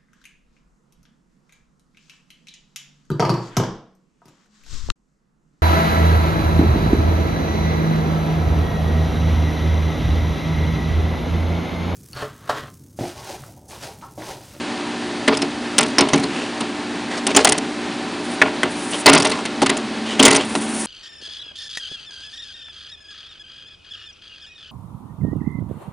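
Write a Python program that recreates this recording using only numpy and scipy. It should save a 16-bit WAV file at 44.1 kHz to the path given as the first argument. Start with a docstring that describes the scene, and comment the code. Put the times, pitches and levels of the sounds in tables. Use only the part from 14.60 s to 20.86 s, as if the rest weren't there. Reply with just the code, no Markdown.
"""A hand works a case panel into place close by: it knocks, snaps and rattles against the frame. Each contact
sums decaying modes of the panel with shaped noise bursts; edge scuffs and a sliding hand are swelling noise.
Behind them a desktop computer runs: pump harmonics drone, fan tones waver, and noise makes the air rush. The
hardest knocks are flattened; only a faint, late treble differs between left and right."""
import sys
import numpy as np
from scipy import signal
from scipy.fft import rfft, irfft, next_fast_len
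from scipy.io import wavfile

SR = 44100
rng = np.random.default_rng(int(sys.argv[2]) if len(sys.argv) > 2 else 0)


def persist_wave(psi):
    """Save psi, clipped to +-1, as 16-bit WAV."""
    counts = np.round(np.clip(psi, -1, 1) * 32767).astype(np.int16)
    wavfile.write(sys.argv[1], SR, np.atleast_2d(counts).T)


N = 276066


def from_db(db):
    """Decibels to gain."""
    return 10 ** (np.asarray(db) / 20)


def rms_one(x):
    """Scale to unit power."""
    return x / np.sqrt(np.mean(x ** 2) + 1e-20)


def noise(spectrum, size=N):
    """Noise of rms 1 with the given colour, silent outside its first and last frequency."""
    hz, db = np.transpose(spectrum)
    padded = next_fast_len(size)
    bins = np.maximum(np.fft.rfftfreq(padded, 1 / SR), 1)
    gain = from_db(np.interp(np.log(bins), np.log(hz), db, left=-90, right=-90))
    white = rng.standard_normal(padded)
    return rms_one(irfft(rfft(white) * gain, padded)[:size])


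def drift(rate):
    """Random wander: straight lines between random points of spread 1, rate points a second."""
    knots = rng.standard_normal(2048)
    return np.interp(np.arange(N) / SR * rate, np.arange(len(knots)), knots)


def resonate(x, hz, width_hz):
    """One resonance with gain 1 on top."""
    r = np.exp(-np.pi * width_hz / SR)
    feed = np.array([1, 0, -1]) * (1 - r * r) / 2
    feedback = [1, -2 * r * np.cos(2 * np.pi * hz / SR), r * r]
    return signal.lfilter(feed, feedback, x + 1e-18)


def decay(t, t60):
    """Exponential decay, by 60 dB in t60 seconds."""
    return np.exp(-np.minimum(np.log(1000) * t / max(t60, 1e-3), 40))


def tone(hz, flutter_db):
    """A sine of rms 1 on a pitch curve, before its level flutters at random."""
    phase = 2 * np.pi * (np.cumsum(hz) / SR + rng.random())
    return np.sqrt(2) * np.sin(phase) * from_db(flutter_db * drift(22))


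# Air rushing through the grilles close by.
# Each row: frequency in Hz, relative level in dB per Hz.
AIR_COLOUR = [(300, 7.5), (490, -0.5), (590, 2.5), (700, 0.5), (930, 3), (1200, -1), (1800, -1.5),
              (2150, -3), (3200, -4.5), (4600, -7), (5200, -11.5), (7500, -16.5), (10000, -18.5),
              (10800, -63)]
# The same air booming inside the case. Each row: frequency in Hz, relative level in dB per Hz.
CASE_BOOM_COLOUR = [(20, -31), (50, -22.5), (90, -16.5), (140, -15.5), (190, -3.5), (270, 2), (330, -15),
                    (420, -5.5), (480, -17.5), (700, -47)]


def airflow():
    """Air rushes through the grilles, slightly uneven, and booms in the case."""
    turbulence = from_db(0.5 * drift(25))
    rush = from_db(-29.5) * turbulence * noise(AIR_COLOUR)
    boom = from_db(-32.0) * noise(CASE_BOOM_COLOUR)
    return rush + boom


# Fan blade tones in the case.
# Each row: frequency in Hz, level in dB rms before flutter and the panel's shielding.
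FAN_BLADE_TONES = [(573, -47), (635, -49), (764.4, -42), (877.5, -52), (1604, -53), (1771, -48.5),
                   (2024, -59), (2573, -48.5)]


def fans():
    """Blade tones whose pitch and level waver in the turbulence."""
    out = np.zeros(N)
    for hz, db in FAN_BLADE_TONES:
        pitch_hz = hz * (1 + 0.00346 * drift(25.04))
        out += from_db(db) * tone(pitch_hz, flutter_db=2.5)
    return out


PUMP_SHAFT_HZ = 59.25
# Cooling pump in the case. Each row: multiple of the shaft speed,
# level in dB rms before flutter, the pump's overall trim and the panel's shielding.
PUMP_HARMONICS = [(2, -49.5), (3, -51.5), (4, -33), (5, -31.5), (6, -36), (7, -43.5)]


def pump():
    """Harmonics of one almost steady shaft."""
    shaft_hz = PUMP_SHAFT_HZ * (1 + 0.0021 * drift(5.6))
    return sum(from_db(db) * tone(k * shaft_hz, flutter_db=1.1) for k, db in PUMP_HARMONICS)


# How firmly the panel sits in its frame. 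Each row: time in seconds, seating from 0 loose to 1 seated.
SEATING_CURVE = [(0, 0.11), (1.0, 0.1), (2.3, 0.15), (3.3, 0.03), (4.3, 0.19), (4.9, 0.44), (5.35, .95),
                 (6.26, 1)]


def seating(s):
    """How firmly the panel sits at the given times, 0-1."""
    return np.clip(np.interp(s, *np.transpose(SEATING_CURVE)), 0, 1)


def panel_hum(seated):
    """The panel hums along with the machine, the more firmly it is seated."""
    pitch_hz = 220.4 * (1 + 0.003 * drift(10))
    return seated * from_db(-29.5) * tone(pitch_hz, flutter_db=1.0)


PUMP_TRIM_DB = -0.97
PUMP_SHIELD_DB, AIR_SHIELD_DB = 4.5, 0.5   # loss behind a fully seated panel


def machine():
    """Pump, fans and air, shielded by the panel as it seats, with the panel's hum."""
    seated = seating(np.arange(N) / SR)
    drone = from_db(PUMP_TRIM_DB - PUMP_SHIELD_DB * seated) * pump()
    blowing = from_db(-AIR_SHIELD_DB * seated) * (airflow() + fans())
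    return drone + blowing + panel_hum(seated)


# Skin on the smooth panel. Each row: frequency in Hz, relative level in dB per Hz.
SKIN_COLOUR = [(3000, -23), (5500, 0), (7500, 1.5), (9000, 7), (10000, 9.5), (11000, -44)]
# The hand slides over the panel.
# Each row: start in seconds, end in seconds, hiss in dB at full speed before flicker.
HAND_SLIDES = [(3.593, 3.738, -38.5), (4.094, 4.41, -30.5), (5.847, 6.258, -28)]
SLIDE_SWELL_DB, SLIDE_STOP_T60_S = 13, 0.087   # each stroke gathers speed, then stops


def sliding_hand():
    """Skin hisses on the smooth panel, louder as each stroke gathers speed."""
    t, level = np.arange(N) / SR, np.zeros(N)
    for start, end, db in HAND_SLIDES:
        speed = np.clip((t - start) / (end - start), 0, 1)
        swell = (t > start) * from_db(db - SLIDE_SWELL_DB * (1 - speed))
        level += swell * decay(np.maximum(t - end, 0), SLIDE_STOP_T60_S)
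    flicker = from_db(3 * drift(60))
    return level * flicker * noise(SKIN_COLOUR)


# Panel edge grating on the frame. Each row: frequency in Hz, relative level in dB per Hz.
SCUFF_COLOUR = [(150, -18), (400, 14), (900, 5.5), (1800, 2.5), (3100, -0.5), (4400, 0), (6000, -3.5),
                (10000, -8.5)]
# The edge scuffs along the frame. Each row: middle in seconds, level in dB before a common 3 dB cut,
# half length in seconds, pitch of the rubbed spot in Hz.
EDGE_SCUFFS = [(0.683, -18, 0.003, 1910), (0.749, -26, 0.0073, 3300), (1.46, -40, 0.0095, 406),
               (1.56, -33.5, 0.012, 400), (1.805, -30.5, 0.062, 2750), (2.535, -25.5, 0.017, 1920),
               (2.58, -23.5, 0.01, 686), (2.708, -20.5, 0.01, 2930), (2.8, -18.5, 0.025, 410),
               (2.888, -26.5, 0.026, 696), (4.344, -22, 0.014, 3100), (4.492, -10, 0.0068, 1050),
               (4.6, -29, 0.042, 1050), (4.75, -27.5, 0.052, 1010), (5.03, -15, 0.0054, 840),
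               (5.508, -26, 0.032, 2980), (5.65, -17.5, 0.013, 526), (5.678, -19.5, 0.054, 2020),
               (5.813, -25.5, 0.023, 2930)]


def scuffs():
    """The edge rubs in short strokes of flickering noise; each excites the spot that it rubs."""
    t, out = np.arange(N) / SR, np.zeros(N)
    grating = noise(SCUFF_COLOUR) * from_db(3 * drift(300))
    for s, db, half_s, hz in EDGE_SCUFFS:
        stroke = from_db(db - 3.0) * np.exp(-((t - s) / half_s) ** 2 / 2)
        spot = rms_one(resonate(grating, hz, width_hz=0.15 * hz))
        out += stroke * (grating + from_db(-1.0) * spot)
    return out


# Bending modes of the panel. Each row: frequency in Hz before a random shift,
# level in dB before a common 5 dB cut and a random change, t60 in seconds.
PANEL_MODES = [(86.6, -26.5, 0.35), (153.1, -10.5, 0.26), (185, -11, 0.23), (229.6, 0.5, 0.15),
               (275.3, 3, 0.34), (301, -7.5, 0.097), (364.5, -2, 0.2), (390, -11, 0.27), (429.1, -4, 0.34),
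               (510, -23, 0.17), (588, -9, 0.076), (751, -15.5, 0.34)]
# The desk's slow, deep shudder. Each row: frequency in Hz, relative level in dB per Hz.
DESK_COLOUR = [(25, -19), (50, -12), (85, -3), (150, 5), (220, -26)]


def thump(t):
    """The whole panel flexes, every blow weighting its modes differently, and shakes the desk."""
    flexing = np.zeros(len(t))
    for hz, db, t60 in PANEL_MODES:
        strength = from_db(db - 5 + rng.normal(0, 2.46)) * rng.choice([-1, 1])
        mode_hz = hz * (1 + rng.normal(0, 0.021))
        flexing += strength * decay(t, t60) * np.sin(2 * np.pi * mode_hz * t)
    desk = from_db(-26.5) * noise(DESK_COLOUR, size=len(t)) * decay(t, 0.69)
    onset = 1 - decay(t, 0.028)
    return (flexing + desk) * onset


def burst(t, t60, hold_s, room_db, room_t60):
    """Envelope: edges chatter for a few milliseconds and ring out; case and room add a longer tail."""
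    onset = 1 - decay(t, 0.00092)
    direct = decay(np.maximum(t - hold_s, 0), t60)
    tail = from_db(room_db) * decay(t, room_t60)
    return onset * np.hypot(direct, tail)


def soften(x, hardness_db, corner_hz, db_per_octave):
    """A softer contact leaves the high modes unstruck; corner_hz holds at a hardness of 0 dB."""
    hz = np.clip(corner_hz * 2 ** (hardness_db / db_per_octave), 2000, 0.4 * SR)
    return rms_one(signal.sosfilt(signal.butter(4, hz, fs=SR, output="sos"), x))


def rattle(t, gap_s, depth_db):
    """The panel bounces unevenly, so that a contact dies away in small surges."""
    times = np.cumsum(rng.uniform(0.57, 2.6, 256)) * gap_s
    surges = np.interp(t, times, rng.standard_normal(256))
    share = 0.5 - decay(t, 0.056)   # from -0.5 through zero to half the depth
    return from_db(depth_db * surges * share)


# The panel's dense upper modes. Each row: frequency in Hz, relative level in dB per Hz.
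CLACK_COLOUR = [(800, -8), (1350, -6.5), (1800, 0), (2200, -3), (2600, 0), (3200, -1.5), (4000, -4),
                (5500, -9), (9000, -35)]
# The panel's edges snapping. Each row: frequency in Hz, relative level in dB per Hz.
SNAP_COLOUR = [(1500, -35), (3000, 9.5), (4700, 5), (6300, 11), (7500, 6.5), (8700, 11.5), (10000, 10.5),
               (12000, -73)]
# The hollow case. Each row: frequency in Hz, relative level in dB per Hz.
BODY_COLOUR = [(280, -16.5), (390, 6.5), (490, -5), (640, -0.5), (720, -1), (850, 0.5), (1080, -4),
               (1400, -6), (2000, -37)]
BODY_DB = -2.5   # the hollow case, relative to a knock's strength, at a weight of 0 dB
BODY_FOLLOWS_WEIGHT = 0.23   # share of a knock's weight that also goes into the hollow case
LOOSE_T60_S, SEATED_T60_S = 0.057, 0.064   # the clack's decay; the other bursts scale with it


def contact(s, db, weight_db, hardness_db, spot_hz, ring_db):
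    """One contact: a low thump, a hollow body, a clack, a ring at the struck spot, a bright snap."""
    size = SR // 2
    t = np.arange(size) / SR
    t60 = LOOSE_T60_S + (SEATED_T60_S - LOOSE_T60_S) * seating(s)

    cluster_hz = 550 + 0.028 * spot_hz   # width of each resonance at the struck spot
    spot = resonate(rng.standard_normal(size), spot_hz, cluster_hz)
    spot = rms_one(resonate(spot, spot_hz, cluster_hz))
    ring = from_db(ring_db) * spot * burst(t, 0.3 * t60, hold_s=0.0091, room_db=-30, room_t60=0.099)

    plate = soften(noise(CLACK_COLOUR, size=size), hardness_db, corner_hz=6000, db_per_octave=14.0)
    clack = plate * burst(t, t60, hold_s=0.0047, room_db=-6.5, room_t60=0.23)

    hollow = from_db(BODY_DB + BODY_FOLLOWS_WEIGHT * weight_db) * noise(BODY_COLOUR, size=size)
    body = hollow * burst(t, 2.4 * t60, hold_s=0.0043, room_db=-7.5, room_t60=0.31)

    edges = from_db(hardness_db) * noise(SNAP_COLOUR, size=size)
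    snap = edges * burst(t, 0.14 * t60, hold_s=0.14 * t60, room_db=-34, room_t60=0.1)

    chatter = (ring + clack + body + snap) * rattle(t, gap_s=0.0035, depth_db=11.5)
    return from_db(db) * (chatter + from_db(weight_db) * thump(t))


# The panel bounces on after a hard knock. Each row: start in seconds, gap between bounces in seconds,
# first strength in dB, loss per bounce in dB; gaps and strengths vary at random.
BOUNCE_RUNS = [(1.211, 0.024, -24, 5.5), (1.552, 0.025, -32.5, 4), (4.578, .023, -24, 1.1),
               (5.663, 0.02, -17.5, 1.04)]
BOUNCE_WEIGHT_DB, BOUNCE_HARDNESS_DB, BOUNCE_RING_DB = 6, 3.5, -1   # the same for all bounces
BOUNCE_JITTER, BOUNCE_SPREAD_DB = 0.25, 1   # most change of timing (share of a gap) and of strength
BOUNCE_SPOT_HZ = (2150, 6070)   # range of the spots that they strike


def bounces(count):
    """Each run is uneven, generally weakening contacts at random spots, in rows like the knocks."""
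    rows = []
    for start, gap_s, first_db, loss_db in BOUNCE_RUNS:
        for k, (late, louder, place) in enumerate(rng.uniform(-1, 1, (count, 3))):
            s = start + gap_s * (k + BOUNCE_JITTER * late)
            db = first_db - loss_db * k + BOUNCE_SPREAD_DB * louder
            spot_hz = np.interp(place, [-1, 1], BOUNCE_SPOT_HZ)
            rows.append((s, db, BOUNCE_WEIGHT_DB, BOUNCE_HARDNESS_DB, spot_hz, BOUNCE_RING_DB))
    return rows


# The panel hits the frame, close by. Each row: start in seconds, strength in dB,
# weight as extra thump in dB, hardness as extra snap in dB, pitch of the struck spot in Hz,
# its ring in dB relative to the strength.
PANEL_KNOCKS = [(0.677, -17, 10, -3, 1900, 3), (0.771, -31.5, 11.5, 3, 5260, 2),
                (0.819, -25.5, 9, -3, 5270, 0), (1.182, -14.5, -4, 7.5, 5400, -11),
                (1.383, -15, 1, -2.5, 5440, 3), (1.408, -19.5, 11.5, -1.5, 5350, -4),
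                (1.487, -28.5, -1, -0.5, 3570, -2), (1.533, -18, 12, -5, 6240, 0.5),
                (1.634, -28, 10.5, -1, 4150, 4.5), (2.005, -27, 5.5, -0.5, 3160, -5),
                (2.667, -22, 6, 5.5, 6000, -23), (2.748, -19, 4, -7, 6040, -1),
                (2.763, -10.5, -4, 3, 7200, 1.5), (2.847, -18.5, -6, 10.5, 670, 7.5),
                (2.872, -17, 2.5, -4, 750, -7), (2.89, -24, 2, 10, 7100, -10),
                (2.922, -22.5, 0, 7, 7190, -16), (2.978, -27.5, 8.5, 8, 7150, -10),
                (3.816, -11, -1.5, -15, 1810, 8.5), (4.032, -21, 5, -8, 1620, 0.5),
                (4.459, -5.5, -2.5, 0, 4480, -1), (4.477, -17, 10, -12, 1010, 1),
                (4.494, -13, 1.5, 1, 1090, -12), (4.53, -9.5, -4, -1, 2090, -12),
                (4.548, -16, 6.5, 1.5, 1100, -10), (4.647, -18, -3, -3, 4350, -7),
                (4.714, -22, -3, -3, 4170, -3), (4.853, -26.5, -17, -1, 4200, -5),
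                (5.018, -23.5, 15, -2, 840, -0.5), (5.061, -18.5, -12, -1.5, 1130, -3),
                (5.094, -14.5, -1.5, -3, 1900, -7), (5.169, -32, 10, 6, 7040, 1),
                (5.594, -15.5, 9.5, 1.5, 3050, 8), (5.626, -12.5, 2, 5, 7400, -10),
                (5.651, -12, -5, 5.5, 7240, 0), (5.76, -28.5, 4, 9, 3250, 2),
                (5.952, -25.5, 9, -2.5, 1090, -4)]
# Stiff modes that every contact brings out. Each row: frequency in Hz, width in Hz, gain in dB.
FRAME_MODES = [(621, 6.8, 7.5), (715, 5.7, -14), (1005, 84, -7.5), (1094, 16, -2), (1416, 17, 3),
               (2035, 42, 2), (2205, 66, -0.5), (2640, 9.3, -7), (2760, 35, -9), (4360, 38, -6),
               (4870, 390, -12)]


def knocks():
    """Knocks and their bounces, all ringing through the stiff modes of the frame."""
    struck = np.zeros(N + SR)
    for s, *blow in PANEL_KNOCKS + bounces(count=6):
        sound, at = contact(s, *blow), int(s * SR)
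        struck[at:at + len(sound)] += sound
    frame = sum(from_db(db) * resonate(struck, hz, width) for hz, width, db in FRAME_MODES)
    return (struck + frame)[:N]


def faint_side(mid, lag_s, side_db):
    """Nearly mono: only a faint, late copy of the treble differs between left and right."""
    late = np.interp(np.arange(N) - lag_s * SR, np.arange(N), mid, left=0)
    band = signal.butter(2, [1900, 9000], "band", fs=SR, output="sos")
    side = from_db(side_db) * signal.sosfilt(band, late)
    return np.array([mid + side, mid - side])


def scene():
    """The running machine, and the hand at work on its panel."""
    hand_at_work = sliding_hand() + scuffs() + knocks()
    return faint_side(machine() + hand_at_work, lag_s=0.0045, side_db=-26)


def record(dry):
    """The input stage flattens the loudest peaks; the top is cut."""
    clipped = 0.95 * dry / (1 + np.abs(dry) ** 8) ** (1 / 8)
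    top_cut = signal.cheby2(16, 70, 11300, fs=SR, output="sos")   # 70 dB down from 11300 Hz up
    return signal.sosfilt(top_cut, clipped)


dry = scene()
out = record(dry)
persist_wave(out)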